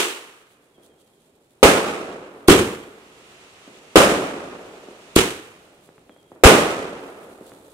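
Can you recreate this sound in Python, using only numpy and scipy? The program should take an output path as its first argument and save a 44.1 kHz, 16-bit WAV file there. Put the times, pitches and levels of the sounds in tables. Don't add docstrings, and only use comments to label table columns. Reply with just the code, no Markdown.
import sys
import numpy as np
from scipy import signal
from scipy.fft import rfft, irfft, next_fast_len
from scipy.io import wavfile

SR = 44100
rng = np.random.default_rng(int(sys.argv[2]) if len(sys.argv) > 2 else 0)


def generate_wav(signal):
    frames = np.transpose(np.atleast_2d(signal))
    scaled = np.clip(frames, -1, 1) * 32767
    pcm = np.round(scaled).astype(np.int16)
    wavfile.write(sys.argv[1], SR, pcm)


N = 340893
TIME = np.arange(N) / SR


def from_db(db):
    return 10 ** (np.asarray(db) / 20)


def rms_one(x):
    return x / np.sqrt(np.mean(x ** 2) + 1e-20)


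def together(*gains):
    return np.sqrt(sum(gain ** 2 for gain in gains))


def at_hz(points, hz):
    known_hz, values = np.transpose(points)
    return np.interp(np.log(hz + 1), np.log(known_hz), values)


def add(out, s, sound):
    start = round(s * SR)
    first, last = max(start, 0), min(start + sound.shape[-1], N)
    out[:, first:last] += sound[..., first - start:last - start]


def flutter(size, rate):
    step = np.arange(size) * rate / SR
    return rms_one(np.interp(step, np.arange(size), rng.standard_normal(size)))


def swell(age, peak_s):
    phase = age / peak_s
    return (phase * np.exp(1 - phase)) ** 2


def flare(start_s, rise_s, hold_s, fade_db_per_s):
    age = TIME - start_s
    fade = from_db(-fade_db_per_s * np.maximum(age - hold_s, 0))
    return np.clip(age / rise_s, 0, 1) * fade


def resonate(x, hz, width_hz):
    r = np.exp(-np.pi * width_hz / SR)
    feedforward = np.array([1, 0, -1]) * (1 - r * r) / 2
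    feedback = [1, -2 * r * np.cos(2 * np.pi * hz / SR), r * r]
    return signal.lfilter(feedforward, feedback, x + 1e-18)


# (frequency [Hz], correlation [-1..1])
EAR_CORRELATION = [(60, 0.99), (250, 0.981), (500, 0.85), (1000, 0.29), (2200, -0.32), (4500, 0.035),
                   (15000, -0.061)]
# (frequency [Hz], left minus right [dB])
EAR_BALANCE = [(80, -0.1), (500, -1), (2000, -1.7), (5000, -3), (14000, -3)]
# (centre [Hz], width [Hz], boost [dB])
WALL_RESONANCES = [(237, 22, -0.5), (282, 6, 5), (390, 120, 1), (1270, 160, 2), (1435, 36, 1.5),
                   (2440, 90, 1.5)]


def diffuse(colour, size):
    length = next_fast_len(size, True)
    hz = np.fft.rfftfreq(length, 1 / SR)
    mid, side = rfft(rng.standard_normal((2, length)))
    ears = np.array([[1], [-1]])
    alike = np.clip(at_hz(EAR_CORRELATION, hz), -1, 1)
    walls_db = sum(boost / (1 + (2 * (hz - centre) / width) ** 2)
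                   for centre, width, boost in WALL_RESONANCES)
    gain = from_db(at_hz(colour, hz) + walls_db + ears * at_hz(EAR_BALANCE, hz) / 2)
    spectrum = np.sqrt(1 + alike) * mid + ears * np.sqrt(1 - alike) * side
    return rms_one(irfft(gain * spectrum, length)[:, :size])


def shock(age, push_s):
    phase = np.maximum(age, 0) / push_s
    return (age >= 0) * (1 - phase) * np.exp(-phase)


def report(age, push_s, ring_hz, ring_width_hz, crack, ground_s, ground_db):
    lag_s = np.array([[.00015], [0]])
    bounce = shock(age - lag_s - ground_s, push_s)
    wave = shock(age - lag_s, push_s) + from_db(ground_db) * bounce
    ringing = resonate(wave, ring_hz, ring_width_hz)
    return -(ringing / np.abs(ringing).max() + crack * wave)


def heave(age, turn_s, width_s):
    phase = (age - turn_s) / width_s
    return phase * np.exp((1 - phase ** 2) / 2)


def echoes(age, colour, loss, hold_s, bright_db, spread_s, fall, lumpy_db):
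    size = len(age)
    hz = np.fft.rfftfreq(size, 1 / SR)
    octaves = np.log2(np.clip(hz, 60, 3000) / 600)
    field = rfft(diffuse(colour, size)) * from_db(bright_db * octaves)
    centres, out = np.array(loss)[:, 0], 0
    for (centre, db_per_s), share in zip(loss, np.eye(len(loss))):
        band = irfft(field * at_hz(np.c_[centres, share], hz), size)
        out = out + band * from_db(-db_per_s * age)
    spreading = (1 + np.maximum(age - hold_s, 0) / spread_s) ** -fall
    lumps = from_db(lumpy_db * (flutter(size, 350) + .5 * flutter(size, 45)))
    return out * spreading * lumps


def slaps(age, per_s, dull_hz, spread_s):
    hits = rng.random(len(age)) < per_s / SR
    walls = hits * rng.uniform(0.47, 1, len(age)) * (age > .05)
    knock = resonate(shock(age[:SR // 50], 0.00072), dull_hz, 0.51 * dull_hz)
    weakened = walls * (1 + age / spread_s) ** -2
    return signal.fftconvolve(weakened, knock / np.abs(knock).max())[:len(age)]


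# (frequency [Hz], density [dB per Hz])
TOWN_COLOUR = [(20, -38.5), (85, -17), (150, -13.5), (250, -7), (390, -3), (580, -7.5), (750, -11.5),
               (1150, -20), (2500, -27), (3600, -49.5)]
# (frequency [Hz], density [dB per Hz])
RUMBLE_COLOUR = [(20, -16.5), (50, -6), (90, -4), (160, 1.5), (260, -6.5), (700, -46.5), (3000, -79.5)]
NIGHT_WASH_DB, NIGHT_RUMBLE_DB = -62, -69.5
ROLL_RISE_S, ROLL_HOLD_S, ROLL_FADE_DB_PER_S, ROLL_DB, ROLL_RUMBLE_DB = 1, 1.7, 6.5, -56.5, -65


def town():
    roll = together(*[flare(s, ROLL_RISE_S, ROLL_HOLD_S, ROLL_FADE_DB_PER_S) for s, *_ in BURSTS])
    wash = together(from_db(NIGHT_WASH_DB), from_db(ROLL_DB) * roll) * from_db(1.0 * flutter(N, 30))
    rumble = together(from_db(NIGHT_RUMBLE_DB), from_db(ROLL_RUMBLE_DB) * roll)
    return wash * diffuse(TOWN_COLOUR, N) + rumble * diffuse(RUMBLE_COLOUR, N)


# (time [s], level of the first note [dB], number of notes)
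CHIRP_RUNS = [(0.737, -63.5, 7), (6.097, -61, 3)]
CHIRP_PERIOD_S, CHIRP_END_HZ = .077, 3100
CHIRP_LOSS_DB = 2


def chirps(start_above=0.13, glide_s=0.021, swell_s=0.018, wet_db=-1):
    out, age = np.zeros((2, N)), TIME[:SR // 3]
    for s, db, count in CHIRP_RUNS:
        for k in range(round(count)):
            glide = start_above * np.exp(-age / glide_s)
            pitch_hz = CHIRP_END_HZ * (1 + glide + 0.005 * flutter(len(age), 200))
            note = np.sin(2 * np.pi * np.cumsum(pitch_hz) / SR) * swell(age, swell_s)
            scatter = rng.standard_normal((2, len(age))) * np.exp(-age / .11)
            scatter = scatter / np.linalg.norm(scatter[0])
            wet = signal.fftconvolve(note[None], scatter, axes=1)[:, :len(age)]
            level = from_db(db - k * CHIRP_LOSS_DB)
            add(out, s + k * CHIRP_PERIOD_S, level * (note + from_db(wet_db) * wet))
    return out


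# (time [s], peak level [dB], sharpness [Hz], rolling echo level [dB]);
# the band's upper edge is twice the sharpness, and at least 600 Hz
FAR_POPS = [(0.781, -43, 350, -55), (3.676, -33, 300, -48.5), (4.594, -31.5, 1460, -56),
            (4.885, -30, 454, -56.5), (5.890, -38, 1100, -65), (5.9808, -36.5, 1300, -64),
            (6.095, -34, 1490, -60), (6.164, -42, 1400, -79), (6.318, -30, 596, -51.5),
            (6.361, -39, 700, -54.5), (7.410, -29.5, 303, -54), (7.519, -33, 1500, -53)]
POP_ROLL_S = 0.28


def far_pops():
    out, age = np.zeros((2, N)), TIME[:SR]
    for s, peak_db, sharp_hz, roll_db in FAR_POPS:
        wave = shock(age, 0.00073) + from_db(-29) * shock(age - .0105, 0.00039)
        band_hz = [170, max(sharp_hz, 300) * 2]
        pop = signal.sosfilt(signal.butter(4, band_hz, "band", fs=SR, output="sos"), wave + 1e-18)
        short_tail = from_db(peak_db - 15) * np.exp(-age / 0.024)
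        rolling = from_db(roll_db) * np.exp(-age / POP_ROLL_S)
        tail = together(short_tail, rolling) * diffuse(TOWN_COLOUR, len(age))
        add(out, s, tail - from_db(peak_db) * pop / np.abs(pop).max())
    return out


# (frequency [Hz], density [dB per Hz])
FUSE_COLOUR = [(290, -31.5), (500, -9), (914, -8), (1390, -8.5), (1490, -10), (2760, -7), (4760, -16.5),
               (7430, -17), (9350, -21.5), (15400, -40.5)]
FUSE_LIT_S, FUSE_RISE_S, FUSE_HOLD_S, FUSE_FADE_DB_PER_S, FUSE_DB = 2.555, 0.8, 2.72, 22, -50
NIGHT_HISS_DB = -70.5


def fuse():
    burn = from_db(FUSE_DB) * flare(FUSE_LIT_S, FUSE_RISE_S, FUSE_HOLD_S, FUSE_FADE_DB_PER_S)
    level = together(burn, from_db(NIGHT_HISS_DB))
    return level * from_db(.7 * flutter(N, 31)) * diffuse(FUSE_COLOUR, N)


# (frequency [Hz], density [dB per Hz])
SIZZLE_COLOUR = [(2000, -9), (3500, 3.5), (5500, -5.5), (8300, 2), (11500, -2), (15500, -10.5)]
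# (time of the middle [s], level [dB], Gaussian spread [s])
SPARK_SPURTS = [(0.522, -75, 0.021), (0.855, -60.5, 0.019), (1.01, -67, 0.0094), (5.854, -61, 0.02),
                (6.23, -62.5, 0.0014), (7.464, -60, 0.025)]
STARS_RISE_S, STARS_HOLD_S, STARS_FADE_DB_PER_S = .7, 1.5, 15.5
SNAPS_PER_S, SNAP_S, SNAP_DB, SNAP_SPREAD_DB = 12, .002, -69, 0.5
NIGHT_SIZZLE_DB = -69


def sparks():
    stars = [from_db(db) * flare(s, STARS_RISE_S, STARS_HOLD_S, STARS_FADE_DB_PER_S)
             for s, *_, db in BURSTS]
    sizzle = together(from_db(NIGHT_SIZZLE_DB), *stars)
    spurts = sum(from_db(db) * np.exp(-((TIME - s) / spread_s) ** 2 / 2)
                 for s, db, spread_s in SPARK_SPURTS)
    snap_levels = from_db(SNAP_DB + SNAP_SPREAD_DB * rng.standard_normal(N))
    born = (rng.random(N) < SNAPS_PER_S / SR) * snap_levels
    snaps = signal.lfilter([1], [1, -np.exp(-1 / (SNAP_S * SR))], born + 1e-18)
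    grain = from_db(2.0 * flutter(N, 500) + 1.3 * flutter(N, 25))
    return (sizzle + spurts + snaps) * grain * diffuse(SIZZLE_COLOUR, N)


# (time [s], thump level [dB], gas spit level [dB], echo level [dB], echo hold [s],
# bass heave level [dB], echo brightness [dB per octave], bass edge of the echoes [Hz])
LAUNCHES = [(-0.055, -16, -20, -12, 0.017, -45, 2.5, 300), (2.4847, 19, -9.5, -4.5, 0.038, -18.5, -1.1, 90),
            (5.164, 7, -7, -13.5, 0.03, -23.5, 0.88, 40)]
# (frequency [Hz], density [dB per Hz])
LAUNCH_COLOUR = [(20, -35.5), (45, -16.5), (85, -11.5), (130, -11), (190, -7.5), (260, -8), (360, -3),
                 (470, -6.5), (620, -16.5), (1140, -17), (1800, -18), (3000, -16), (4900, -26),
                 (8300, -23.5), (15400, -40)]
# (frequency [Hz], loss [dB per s])
LAUNCH_LOSS = [(40, 8.5), (150, 36), (400, 12), (1200, 2.2), (3200, 19), (7500, 26), (14000, 17)]


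def launches():
    out, age = np.zeros((2, N)), TIME[:SR]
    lead_s = .01
    for s, thump_db, spit_db, echo_db, hold_s, heave_db, bright_db, edge_hz in LAUNCHES:
        spit = diffuse(SIZZLE_COLOUR, len(age)) * np.exp(-np.abs(age - lead_s + .001) / .0024)
        direct = report(age, push_s=0.0022, ring_hz=360, ring_width_hz=170, crack=0.62,
                        ground_s=0.013, ground_db=-26.0)
        wash = echoes(age, LAUNCH_COLOUR, LAUNCH_LOSS, hold_s, bright_db,
                      spread_s=0.22, fall=3.85, lumpy_db=1.1)
        wash = signal.sosfilt(signal.butter(2, edge_hz, "high", fs=SR, output="sos"), wash)
        swing = heave(age, turn_s=.028, width_s=0.0025)
        blast = from_db(thump_db) * direct + from_db(echo_db) * wash + from_db(heave_db) * swing
        add(out, s - lead_s, from_db(spit_db) * spit)
        add(out, s, blast)
    return out


# (time [s], shock level [dB], tearing level [dB], echo level [dB], echo hold [s],
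# bass heave level [dB], echo brightness [dB per octave], star sizzle level [dB])
BURSTS = [(1.629, 12.5, -23, -3.5, 0.004, -13, 1.5, -68.5), (3.957, 15.5, -5, -2.5, 0.0065, -17, 1, -67),
          (6.4365, 5.5, -4, -2.5, 0.035, 2, 1.5, -59)]
# (frequency [Hz], density [dB per Hz])
BURST_COLOUR = [(20, -34), (40, -20), (80, -15.5), (130, -12), (180, -6.5), (260, -5), (400, -2.5),
                (600, -5.5), (900, -11), (1300, -11.5), (1850, -16.5), (2700, -17), (4700, -27),
                (8800, -26), (15400, -41)]
# (frequency [Hz], loss [dB per s])
BURST_LOSS = [(40, 2.5), (150, 9.5), (400, 3.5), (1200, 8), (3200, 17), (7500, 25.5), (14000, 39)]


def bursts():
    out, age = np.zeros((2, N)), TIME[:SR * 2]
    for s, shock_db, tear_db, echo_db, hold_s, heave_db, bright_db, _ in BURSTS:
        direct = report(age, push_s=0.0006, ring_hz=428, ring_width_hz=260, crack=0.22,
                        ground_s=.0096, ground_db=-10)
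        tear = rng.standard_normal((2, len(age))) * swell(age, 0.0013)
        wash = echoes(age, BURST_COLOUR, BURST_LOSS, hold_s, bright_db,
                      spread_s=0.16, fall=2.357, lumpy_db=1.0)
        wash = wash + from_db(4.5) * slaps(age, per_s=28, dull_hz=554, spread_s=0.093)
        swing = heave(age, turn_s=0.022, width_s=0.0027)
        blast = from_db(shock_db) * direct + from_db(tear_db) * tear
        add(out, s, blast + from_db(echo_db) * wash + from_db(heave_db) * swing)
    return out


def scene():
    return town() + chirps() + far_pops() + fuse() + sparks() + launches() + bursts()


CUTOFF_HZ = 15700


def record(dry):
    clipped = dry / (1 + np.abs(dry / .98) ** 8) ** (1 / 8)
    return signal.sosfilt(signal.ellip(10, .1, 70, CUTOFF_HZ, fs=SR, output="sos"), clipped)


dry = scene()
out = record(dry)
generate_wav(out)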